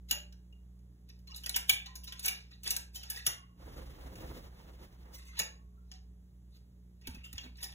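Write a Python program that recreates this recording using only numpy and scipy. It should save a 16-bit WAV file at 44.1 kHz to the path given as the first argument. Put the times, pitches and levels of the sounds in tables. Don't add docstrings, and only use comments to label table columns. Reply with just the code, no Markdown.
import sys
import numpy as np
from scipy import signal
from scipy.fft import rfft, irfft, next_fast_len
from scipy.io import wavfile
from scipy.ndimage import uniform_filter1d

SR = 44100
rng = np.random.default_rng(int(sys.argv[2]) if len(sys.argv) > 2 else 0)


def put_to_file(sound):
    columns = np.atleast_2d(sound).T
    safe = np.clip(columns, -1, 1)
    whole_steps = np.round(safe * 32767)
    wavfile.write(sys.argv[1], SR, whole_steps.astype(np.int16))


def level_to_linear(level):
    exponent = np.asarray(level, float) / 20
    return 10 ** exponent


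N = 341334


def rms_one(x):
    return x / np.sqrt(np.mean(x ** 2) + 1e-20)


def at_hz(points, hz):
    table = np.array(points)
    return np.interp(np.log(np.maximum(hz, 1)), np.log(table[:, 0]), table[:, 1])


def colour(x, spectrum):
    log_gain = at_hz(spectrum, np.fft.rfftfreq(8192, 1 / SR)) * np.log(10) / 20
    cepstrum = irfft(log_gain) * np.r_[1, 2 * np.ones(4095), 1, np.zeros(4095)]
    pulse = irfft(np.exp(rfft(cepstrum)))
    return signal.oaconvolve(x, pulse / np.sqrt(np.sum(pulse ** 2)))[:len(x)]


def band_pass(x, low, high):
    return signal.sosfilt(signal.butter(2, [low, high], "band", fs=SR, output="sos"), x)


def ring(push, hz, t60):
    r, w = level_to_linear(-60 / (t60 * SR)), 2 * np.pi * hz / SR
    return signal.lfilter([0, np.sin(w)], [1, -2 * r * np.cos(w), r * r], push + 1e-18)


def grit(spread_db):
    sizes = level_to_linear(spread_db * np.minimum(rng.exponential(1, N), 3))
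    return rms_one(rng.standard_normal(N) * sizes)


def waver(spread_db, rate):
    r = np.exp(-80 * np.pi * rate / SR)
    slow = signal.lfilter([1], [1, -2 * r, r * r], rng.standard_normal(N // 40 + 2002))[2000:]
    return np.interp(np.arange(N) / 40, np.arange(len(slow)), level_to_linear(spread_db * rms_one(slow)))


def swell(start, end, db, rise, fall):
    out = np.zeros(N)
    t = np.arange(max(start - 3 * rise, 0) * SR, min((end + 3 * fall) * SR, N)).astype(int)
    outside = np.maximum((start - t / SR) / rise, (t / SR - end) / fall)
    out[t] = level_to_linear(db - 20 * np.maximum(outside, 0))
    return out


# multiple, level/dB rms
HUM = [(1, -55), (2, -65.5), (3, -64), (4, -86), (5, -90), (6, -87.5), (7, -84.5)]


def hum():
    mains_hz = 60.0
    turn = 2 * np.pi * mains_hz * np.arange(N) / SR
    return sum(np.sqrt(2) * level_to_linear(db) * waver(1.9, 1.6) * np.sin(round(k) * turn + 0.6 * k) for k, db in HUM)


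# f/Hz, level/dB per Hz
FLOOR = [(22, -31.5), (35, -30.5), (48, -5.5), (90, -8), (150, -12), (250, -18), (350, -24.5), (500, -28),
         (800, -34), (1500, -39.5), (3000, -43), (6000, -43.5), (15600, -45.5), (16100, -87)]


def noise_floor():
    floor_db = -65
    return level_to_linear(floor_db) * colour(rng.standard_normal(N), FLOOR)


# f/Hz, t60/s
ROOM_T60 = [(400, .42), (1300, .34), (3500, .28), (9000, .21), (16000, .15)]


def room(x):
    t, tail = np.arange(SR // 2) / SR, 0
    edges = 250 * 2 ** np.arange(0, 6.3, .5)
    for low, high in zip(edges, edges[1:]):
        band = band_pass(rng.standard_normal(len(t)), low, high)
        tail = tail + band * level_to_linear(-60 * t / at_hz(ROOM_T60, np.sqrt(low * high)))
    tail = tail * (1 - np.exp(-t / 0.016))
    return signal.fftconvolve(x, tail / np.sqrt(np.sum(tail ** 2)))[:N]


# t/s, level/dB
GRIP = [
    (3.56, -89),
    (3.6, -62),
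    (3.665, -55),
    (4.14, -52.5),
    (4.33, -51.5),
    (4.46, -56),
    (4.56, -68),
    (5.1, -64.5),
    (5.25, -80),
]
# t/s, level/dB
REGRIPS = [
    (4.345, -66),
    (4.597, -57),
    (4.697, -60.5),
    (4.825, -61),
    (5.0, -109),
    (5.143, -64.5),
    (7.11, -66),
    (7.16, -67),
    (7.45, -58.5),
]


def touch():
    regrip_s, rustle_db, rustle_follows = 0.055, -63.5, 0.77
    s, db = np.transpose(GRIP)
    span = slice(round(s[0] * SR), round(s[-1] * SR))
    pressure = np.zeros(N)
    pressure[span] = level_to_linear(np.interp(np.arange(N)[span] / SR, s, db))
    pressure += sum(swell(s, s, db, regrip_s, regrip_s) for s, db in REGRIPS)
    pressure = pressure * waver(2.5, 16)
    return pressure, level_to_linear(rustle_db) * (pressure / level_to_linear(-52.5)) ** rustle_follows


# f/Hz, level/dB per Hz
RUMBLE = [(22, -25.5), (35, -8), (70, 2.5), (140, -1.5), (250, -7.5), (310, -4), (400, -9.5), (520, -5.5),
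          (700, -30.5), (1200, -37), (2200, -35)]
# f/Hz, level/dB per Hz
RUSTLE = [(300, -3), (700, 0), (1500, -4), (3000, -6), (5000, -9), (6300, -13), (7500, -18), (8900, -16),
          (10500, -16.5), (12000, -16), (14000, -14), (15700, -14.5), (16100, -50)]


def hand(rumble, rustle):
    low = colour(rng.standard_normal(N), RUMBLE) * waver(1.77, 11.3)
    skin = colour(grit(1.4), RUSTLE)
    dull = signal.sosfilt(signal.butter(2, 1800, fs=SR, output="sos"), skin)
    high = level_to_linear(1.5) * dull * waver(4.4, 15) + (skin - dull) * waver(1.8, 19.1)
    return level_to_linear(-1.0) * rumble * low + level_to_linear(5.5) * rustle * high


# multiple, level/dB against the rumble
SHUDDER = [(2, 0.5), (3, 3), (4, -20)]


def sway(rumble):
    shudder_hz = 21.5
    turn = 2 * np.pi * shudder_hz * np.cumsum(waver(.2, 1.5)) / SR
    tones = sum(level_to_linear(db) * waver(1.1, 1.7) * np.sin(round(k) * turn) for k, db in SHUDDER)
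    return uniform_filter1d(rumble, 9000) * tones


# t/s, level/dB peak, f/Hz
BUMPS = [(0.118, -45, 244), (1.724, -39, 105), (2.721, -56, 260), (3.273, -40.5, 123.6),
         (3.277, -43.5, 286), (5.409, -40, 182), (7.075, -39, 335), (7.085, -36, 247), (7.087, -33, 72.4),
         (7.142, -43, 207), (7.169, -40, 239), (7.184, -42, 68), (7.337, -44, 255), (7.347, -36.5, 81.5),
         (7.451, -59, 247), (7.47, -48, 240)]


def bumps():
    out = np.zeros(N + SR)
    for s, db, hz in BUMPS:
        soft, push = np.hanning(round(SR / hz / 2)), np.zeros(SR // 4)
        push[:len(soft)] = level_to_linear(db - 2.5) * soft / soft.sum()
        out[round(s * SR):][:len(push)] += ring(push, hz, 9.8 / hz)
    return out[:N]


# t/s of the peak, level/dB, swell/s, fade/s (each over 20 dB), extra brightness/dB
SLIPS = [(1.1, -53, 0.016, 0.019, -4), (1.865, -41, 0.014, 0.025, -16), (2.285, -39.5, 0.074, 0.12, -2),
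         (2.516, -50, 0.011, 0.038, -7), (2.674, -34, 0.027, 0.023, 10.5), (2.962, -41, 0.018, 0.012, 18.5),
         (3.036, -52, 0.018, 0.049, -7), (3.171, -40.5, 0.041, 0.033, 9), (5.148, -54, 0.037, 0.12, 15),
         (5.271, -63, 0.021, 0.049, 18), (5.388, -37, 0.028, 0.004, -6), (5.958, -58, 0.078, 0.02, -8),
         (6.561, -64.5, 0.077, 0.046, 11), (7.12, -62, 0.11, 0.076, 1), (7.4, -75, 0.081, 0.1, -11),
         (7.45, -65, 0.26, 0.047, 13), (7.635, -40, 0.045, 0.031, 8)]
# start t/s, end t/s, level/dB, extra brightness/dB, extra body/dB
CREEPS = [(1.28, 1.55, -60, -5.5, -1), (1.348, 1.383, -48, 4.5, -9), (1.543, 1.556, -32, -7.5, -4),
          (0.089, 0.107, -50, 7, 0), (2.036, 2.051, -49, 11.5, -10.5), (2.073, 2.092, -47, 0, -2),
          (2.074, 2.226, -57.5, -17.5, -0.5), (2.23, 2.242, -46.5, 22.5, 6.5),
          (2.643, 2.698, -41.5, -6, -1.5), (2.728, 2.755, -47, -3, -0.5), (2.972, 3.255, -55, -11, 0),
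          (5.188, 5.38, -66, -9, 9.5), (7.02, 7.22, -77.5, -6.5, 20.5), (7.242, 7.27, -52, 9.5, 1.5),
          (7.327, 7.465, -64.5, -3, 11.5), (7.558, 7.763, -62, -31, 7)]


def drags():
    edge_s = 0.017
    low, middle, top = np.zeros((3, N))
    parts = [(swell(s, s, db, max(rise, .002), max(fall, .002)), 0, bright_db)
             for s, db, rise, fall, bright_db in SLIPS]
    parts += [(swell(start, end, db, edge_s / 4, edge_s), body_db, bright_db)
              for start, end, db, bright_db, body_db in CREEPS]
    for gain, body_db, bright_db in parts:
        low += gain * level_to_linear(body_db)
        middle += gain
        top += gain * level_to_linear(bright_db)
    return [low, middle, top]


# t/s, level/dB peak, low tones/dB, high tones/dB, rattle decay/s
SNAPS = [(0.1105, -14.5, -1, 4, 0.006), (1.3607, -45.5, -4, 20.5, 0.011), (1.4614, -25.5, 1, 5, 0.0059),
         (1.494, -23, -3.5, 8.5, 0.0032), (1.5615, -22, 6, 14.5, 0.0081), (1.694, -17, 5.5, 12.5, 0.0091),
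         (1.9543, -33.5, -6.5, 6, 0.012), (2.123, -42.5, 15, 12.5, 0.0072), (2.194, -32.5, -10, 7, 0.0064),
         (2.2576, -27.5, 3, 18, 0.006), (2.2625, -22.5, 0, 6.5, 0.0036), (2.2808, -25, 8, 14, 0.0069),
         (2.6335, -46, 2, 17, .015), (2.7058, -21.5, -2.5, 12, 0.01), (2.7646, -20.5, -2, 7.5, 0.0053),
         (2.9555, -35, -13.5, 1.5, 0.02), (3.1, -32.5, 0, 14.5, 0.014), (3.2655, -14, -2, 7.5, 0.0086),
         (5.3915, -19.5, 0, 10, 0.0056), (5.3985, -14.5, 0, -7, 0.004), (5.417, -28, 2, -3, 0.0029),
         (5.9154, -39, 1.5, -2, 0.0071), (7.0718, -32, 3.5, 7, 0.0059), (7.329, -36, 0, 9, 0.0035),
         (7.3806, -29, 4.5, -16, 0.0037), (7.6297, -36, -6, 13.5, 0.0049), (7.641, -32.5, -20, 4, 0.0092),
         (.1225, -31, 8.5, -3, 0.0064)]
# t/s, level/dB peak, high tones/dB
TICKS = [(0.3249, -49, 0), (0.4453, -75, -2), (0.525, -64, -1), (0.79, -67, 6), (1.0892, -56.5, 8),
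         (1.1902, -59.5, 4), (1.2721, -47, 2.5), (1.315, -51, -6), (1.4358, -40, 5.5), (1.5455, -45, -19),
         (2.2326, -47.5, 3), (2.2472, -26.5, -3.5), (2.949, -49, 5), (7.2335, -63, -5), (7.6129, -51, 12),
         (1.859, -38.5, 0.5), (2.0412, -49, 15.5), (2.0775, -41.5, 0), (2.513, -75, 16), (3.032, -37, 3.5),
         (4.1545, -41.5, 2), (5.1405, -56, 7), (6.552, -71, 4), (7.013, -56, 1.5), (7.1458, -45.5, 7),
         (7.5702, -65, 18), (7.7207, -48.5, 4.5)]


def contacts():
    tick_low_db, tick_rattle_s = 3, 0.0087
    ticks = [(s, db, tick_low_db, high_db, tick_rattle_s) for s, db, high_db in TICKS]
    rows = np.array(sorted(list(SNAPS) + ticks))
    lead_s = 0.0061 * level_to_linear(0.16 * (rows[:, 1] + 20))
    return np.c_[rows, lead_s]


def contact_shapes():
    lead_db, snap_db, snap_s = -15.5, 0.42, 0.00049
    t, taps = np.arange(-2000, 3000) / SR, contacts()
    decay, lead = np.maximum(taps[:, 4:5], 3e-4), np.maximum(taps[:, 5:6], 1e-4)
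    after = np.maximum(t, 0)
    fall = 1.348 * np.exp(-after / decay) + level_to_linear(snap_db) * np.exp(-after / snap_s)
    return np.where(t < 0, level_to_linear(lead_db) * np.exp(np.minimum(t, 0) / lead), fall)


def contact_force(shapes, hz, chance_db):
    out = np.zeros(N + SR)
    for (s, db, low_db, high_db, _, _), shape, luck_db in zip(contacts(), shapes, chance_db):
        at = round(s * SR) - 2000
        level_db = db + luck_db + low_db * (850 < hz < 3900) + high_db * (hz > 8000)
        out[at:at + len(shape)] += level_to_linear(level_db) * shape
    return out[:N]


# t/s, level/dB
# peak, f/Hz, t60/s
RINGS = [(0.111, -27, 2900, 0.035), (0.14, -42.5, 1900, 0.1), (0.51, -49.5, 2830, 0.021),
         (1.271, -46, 4200, 0.094), (1.28, -56, 1080, 0.21), (1.312, -47, 2830, 0.12),
         (1.46, -42, 2600, 0.08), (1.463, -46, 1900, 0.08), (1.545, -42, 1750, 0.06),
         (1.696, -19, 2360, 0.075), (1.873, -56, 1030, 0.42), (2.078, -48, 6200, 0.04),
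         (2.079, -44, 3000, 0.06), (2.082, -54, 1030, 0.3), (2.66, -44, 1653, 0.12),
         (3.269, -43, 1818, 0.19), (2.665, -44, 2980, .12), (1.3, -58, 1250, .15), (1.3, -59, 900, .15),
         (5.4, -57.5, 2215, .2), (5.773, -58.5, 1365, 0.049), (5.268, -64, 1080, .5),
         (5.398, -38.5, 2570, 0.15), (5.42, -64, 1095, 1.2), (5.40, -46, 520, 0.15),
         (7.0725, -39, 2780, 0.03), (7.08, -39.5, 893, 0.056), (7.234, -44, 2750, 0.13),
         (7.255, -54, 3100, 0.16), (7.076, -38, 250, 0.12), (7.44, -47.5, 244, 0.2),
         (7.15, -50, 180, 0.075), (7.28, -55, 3000, 0.089), (3.266, -28, 1900, .04),
         (3.266, -34, 1250, 0.021), (3.266, -30.5, 12000, .03), (1.696, -37, 1250, 0.0396),
         (.111, -21, 11300, 0.024), (.111, -42.5, 1700, .04), (5.393, -29.5, 1800, 0.0403),
         (5.393, -26.5, 11000, 0.042), (2.707, -29.5, 11600, .03), (2.707, -42, 2200, .03),
         (1.563, -35, 1500, .04), (2.766, -42, 1640, .15), (.111, -36, 14400, .12), (1.86, -56, 800, .1),
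         (7.381, -41, 3250, 0.063), (5.393, -30, 15200, 0.05)]
# t/s, level/dB peak, f/Hz, t60/s
PANEL_RINGS = [(.113, -52, 596, 0.36), (.113, -57.5, 900, 0.22), (.113, -46, 2540, 0.22),
               (.113, -56.5, 2934, .2), (.113, -50.5, 3350, 0.17), (.113, -39.5, 6800, 0.19),
               (.113, -39, 10950, 0.068), (1.564, -40, 2950, 0.14), (1.564, -47.5, 6557, .1),
               (1.697, -45, 2000, 0.18), (1.697, -46, 2560, 0.22), (1.697, -44, 3060, 0.22),
               (1.697, -41.5, 3510, 0.36), (1.697, -42, 4000, 0.22), (1.697, -36.5, 6760, 0.16),
               (1.697, -43, 11603, .08), (2.245, -51.5, 2560, 0.13), (2.245, -49, 1620, .1),
               (2.26, -36.5, 7000, .06), (2.283, -49.5, 3060, .12), (2.283, -24.5, 2367, 0.081),
               (2.708, -23, 5750, 0.027), (2.708, -40, 2590, 0.17), (3.102, -47, 1678, 0.3),
               (3.102, -54.5, 1840, 0.24), (3.268, -52, 2640, .15), (3.268, -44.5, 2830, 0.43),
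               (3.268, -44, 2056, 0.35), (3.268, -43, 1467, 0.31), (3.268, -56, 1100, 0.64),
               (3.268, -52.5, 3760, .12), (3.268, -33, 5520, 0.066), (5.394, -48.5, 900, 0.17),
               (5.394, -45.5, 2050, .2), (5.394, -55, 1670, 0.27), (5.394, -63, 3430, 0.24),
               (5.394, -57, 3951, 0.22), (5.394, -26, 6890, 0.096), (5.394, -37.5, 6550, 0.21),
               (5.394, -46.5, 11440, .08), (5.918, -58, 748, 0.13), (7.074, -51.5, 1560, 0.09),
               (7.382, -48, 2760, .1), (7.43, -54.5, 1550, 0.11), (7.46, -50, 2280, .1),
               (7.632, -55, 1896, 0.14), (7.632, -55, 3290, 0.092), (7.722, -48, 3530, .05),
               (7.15, -60, 1570, 0.071), (7.15, -41, 2585, .05)]
# t/s, level/dB peak, f/Hz, t60/s
SCRAPE_RINGS = [(1.437, -40, 3000, 0.08), (1.495, -43, 2300, .08), (1.563, -38, 2100, .1),
                (1.563, -38, 2400, .08), (1.463, -44, 1600, .08), (7.632, -46, 1800, .1),
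                (7.655, -48, 2300, .08), (7.435, -52, 1000, .1), (1.861, -42, 3000, .06),
                (1.8, -48, 1650, .1), (1.8, -47, 2600, .1), (1.88, -60, 1900, .3), (2.124, -46, 2050, .06),
                (2.124, -46, 3000, .06), (2.079, -50, 2450, .1), (2.079, -50, 5200, .05),
                (5.15, -54, 5900, .25), (5.26, -54, 6200, .2), (5.15, -58, 2050, .3), (5.27, -56, 2080, .3),
                (5.16, -65, 1090, .4), (2.958, -42, 3100, .08), (2.958, -46, 2600, .1),
                (2.26, -34, 11200, .04), (2.283, -34, 11600, .04)]


def singing_slats():
    reach_s = .025
    out, t = np.zeros(N + SR), np.arange(SR * 7 // 10) / SR
    loose, touches = waver(4.5, 35), contacts()[:, 0]
    rings = list(RINGS) + list(PANEL_RINGS) + list(SCRAPE_RINGS)
    for (s, db, hz, t60), (p, q) in zip(rings, rng.uniform(0, 2 * np.pi, (len(rings), 2))):
        nearest = touches[np.argmin(abs(touches - s))]
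        if abs(nearest - s) < reach_s:
            s = nearest + .001
        turn = 2 * np.pi * t
        tones = np.sin(hz * turn + p) + 0.22 * np.sin((hz + 23) * turn + q)
        tones += 0.5 * np.sin(.972 * hz * turn - q) + .4 * np.sin(1.035 * hz * turn - p)
        fade = level_to_linear(db - 4 - 60 * t / t60) * np.cos(np.pi * t / 1.4)
        onset = 1 - np.exp(-t / (.03 * t60))
        wobble = loose[int(q * SR):][:len(t)]
        out[round(s * SR):][:len(t)] += fade * onset * tones * wobble
    return out[:N]


# f/Hz, level/dB
SLAT_MODES = [(635, -20.5), (1152, -26), (1388, -9), (1641, -3.5), (1819, -7.5), (2368, 0), (2850, 2.5),
              (3644, -18.5), (3999, -1), (4430, -1), (4828, -4), (5087, 4), (5706, 4.5), (6099, -1.5),
              (6556, 2.5), (6896, -1.5), (7057, -3.5), (7364, -4.5), (8295, -8.5), (8667, -24.5),
              (9043, -17), (9953, -4), (10125, -18), (10718, -4.5), (11617, -3.5), (11870, -12.5),
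              (13172, -8.5), (13495, -10.5), (13673, -1), (15200, -4.5)]


def slat_tones(shapes, drag):
    rough, out = grit(0.66), np.zeros(N)
    chance = rng.normal(0, 1, (len(shapes), len(SLAT_MODES)))
    for k, (hz, level_db) in enumerate(SLAT_MODES):
        force = contact_force(shapes, hz, 2.5 * chance[:, k])
        force += level_to_linear(-6.0) * drag[int(hz > 2600) + int(hz > 7000)] * waver(6, 16)
        force *= rough
        t60 = 0.018 * (hz / 3000) ** -.3
        pair = ring(force, hz, t60) - .4 * ring(force, 1.013 * hz, t60)
        out += level_to_linear(level_db - 37) * (-1) ** k * pair
    return out


# f/Hz, level/dB per Hz
CRACK = [(300, -21), (600, -15.5), (1000, -11.5), (1600, -9), (2500, 3.5), (3500, 3.5), (5000, 6.5),
         (7000, -10), (9000, -13), (11500, -17.5), (13500, -10.5), (15500, -22.5)]


def bare_crack(shapes, drag):
    air_db, air_hz, body_db, body_hz = 4.5, 9500, 4, 2100
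    edges = 170 * 2 ** np.arange(0, 6.9, .4)
    chance = rng.normal(0, 1, (len(shapes), len(edges)))
    bare, out = colour(grit(1.1), CRACK), np.zeros(N)
    for k, (low, high) in enumerate(zip(edges, edges[1:])):
        luck_db = (2 if high > 950 else .5) * chance[:, k]
        force = contact_force(shapes, np.sqrt(low * high), luck_db + air_db * (high > air_hz))
        if high < 950:
            force = level_to_linear(11) * signal.lfilter([.002], [1, -.998], force)
        scrape = drag[int(low > 2400) + int(low > 6500)] * waver(3.75, 28.0)
        scrape *= level_to_linear(7.5 + body_db * (high < body_hz))
        out += level_to_linear(-9.5) * band_pass(bare, low, high) * (force + scrape)
    return out


def grille():
    drag = waver(3, 60) * np.array(drags())
    shapes = contact_shapes()
    return singing_slats() + slat_tones(shapes, drag) + bare_crack(shapes, drag)


# f/Hz, phase of right against left/rad, likeness 0-1
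PAIR = [(20, 0, .99), (130, .3, .9), (260, .2, .9), (600, 1.5, .45), (1200, 2.1, .3), (1750, 4.6, .6),
        (2200, 4, .6), (2400, 3.15, .94), (2600, 3.7, .7), (3650, 4.9, .7), (4400, 3.3, .94),
        (4800, 3.1, .95), (6900, 0, .95), (15300, -12.6, .95), (17000, -15, .9)]
# f/Hz, loss/dB
LEFT_LOSS = [(20, 0), (90, 2.2), (1300, 2.2), (2600, .3), (16000, 0)]


def microphones(shared, left_own, right_own):
    size = next_fast_len(N + 4096)
    hz = np.fft.rfftfreq(size, 1 / SR)
    table_hz, table_phase, table_alike = np.transpose(PAIR)
    phase = np.interp(hz, table_hz, table_phase)
    alike = np.clip(np.interp(hz, table_hz, table_alike), 0, 1)
    common, own = rfft(shared, size) * np.sqrt(alike), np.sqrt(1 - alike)
    left = common * np.exp(-.5j * phase) + own * rfft(left_own, size)
    right = common * np.exp(.5j * phase) + own * rfft(right_own, size)
    shade = level_to_linear(at_hz(LEFT_LOSS, hz) / 2)
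    return irfft(np.array([left / shade, right * shade]), size)[:, :N]


def scene():
    metal, (rumble, rustle) = grille(), touch()
    paths = [level_to_linear(-9.5) * room(metal) + hand(rumble, rustle) + noise_floor() for _ in range(3)]
    shared = paths[0] + metal
    left_own = paths[1] + np.pad(metal, (131, 0))[:N]
    right_own = paths[2] - np.pad(metal, (257, 0))[:N]
    body = hum() + bumps() + sway(rumble)
    return microphones(shared, left_own, right_own) + body * level_to_linear([[-.7], [.7]])


# down/Hz, up/Hz
GAP_SHIFTS_HZ = [(-150, -100), (0, 0), (150, 250), (-350, 100)]


def empty_bands(x, gaps, spared):
    hold_s, size = .046, next_fast_len(N)
    hz, spectrum = np.fft.rfftfreq(size, 1 / SR), rfft(x, size)
    choice = rng.integers(0, len(GAP_SHIFTS_HZ), N)[(np.arange(N) / SR / hold_s).astype(int)]
    out = x.copy()
    for k, (down, up) in enumerate(GAP_SHIFTS_HZ):
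        inside = sum(np.clip(np.minimum(hz - low - down, high + up - hz) / 70 + .5, 0, 1) for low, high in gaps)
        band = irfft(spectrum * np.minimum(inside, 1), size)[:N]
        out -= uniform_filter1d((choice == k) * 1., 400) * (1 - spared) * band
    return out


# low f/Hz, high f/Hz
SUM_GAPS = [(4350, 5100), (8320, 9450), (12450, 13750), (15900, 18000)]
# low f/Hz, high f/Hz
DIFFERENCE_GAPS = [(6350, 7550), (10400, 11700), (14500, 15850), (15950, 18000)]


def thin_stereo(left, right):
    level = uniform_filter1d(np.diff(left, prepend=0) ** 2, 200)
    attack = level > 30 * np.roll(level, 400)
    spared = np.clip(uniform_filter1d(attack * 1., 450) * 2, 2e-4, 1)
    mid = empty_bands((left + right) / 2, SUM_GAPS, spared)
    side = empty_bands((left - right) / 2, DIFFERENCE_GAPS, spared)
    return np.array([mid + side, mid - side])


def roll_off(x):
    return signal.sosfilt(signal.butter(12, 16980, fs=SR, output="sos"), x)


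def record(dry):
    left, right = signal.sosfilt(signal.cheby2(12, 60, 17000, fs=SR, output="sos"), dry)
    mix = thin_stereo(left, right)
    return roll_off(mix)


dry = scene()
out = record(dry)
put_to_file(out)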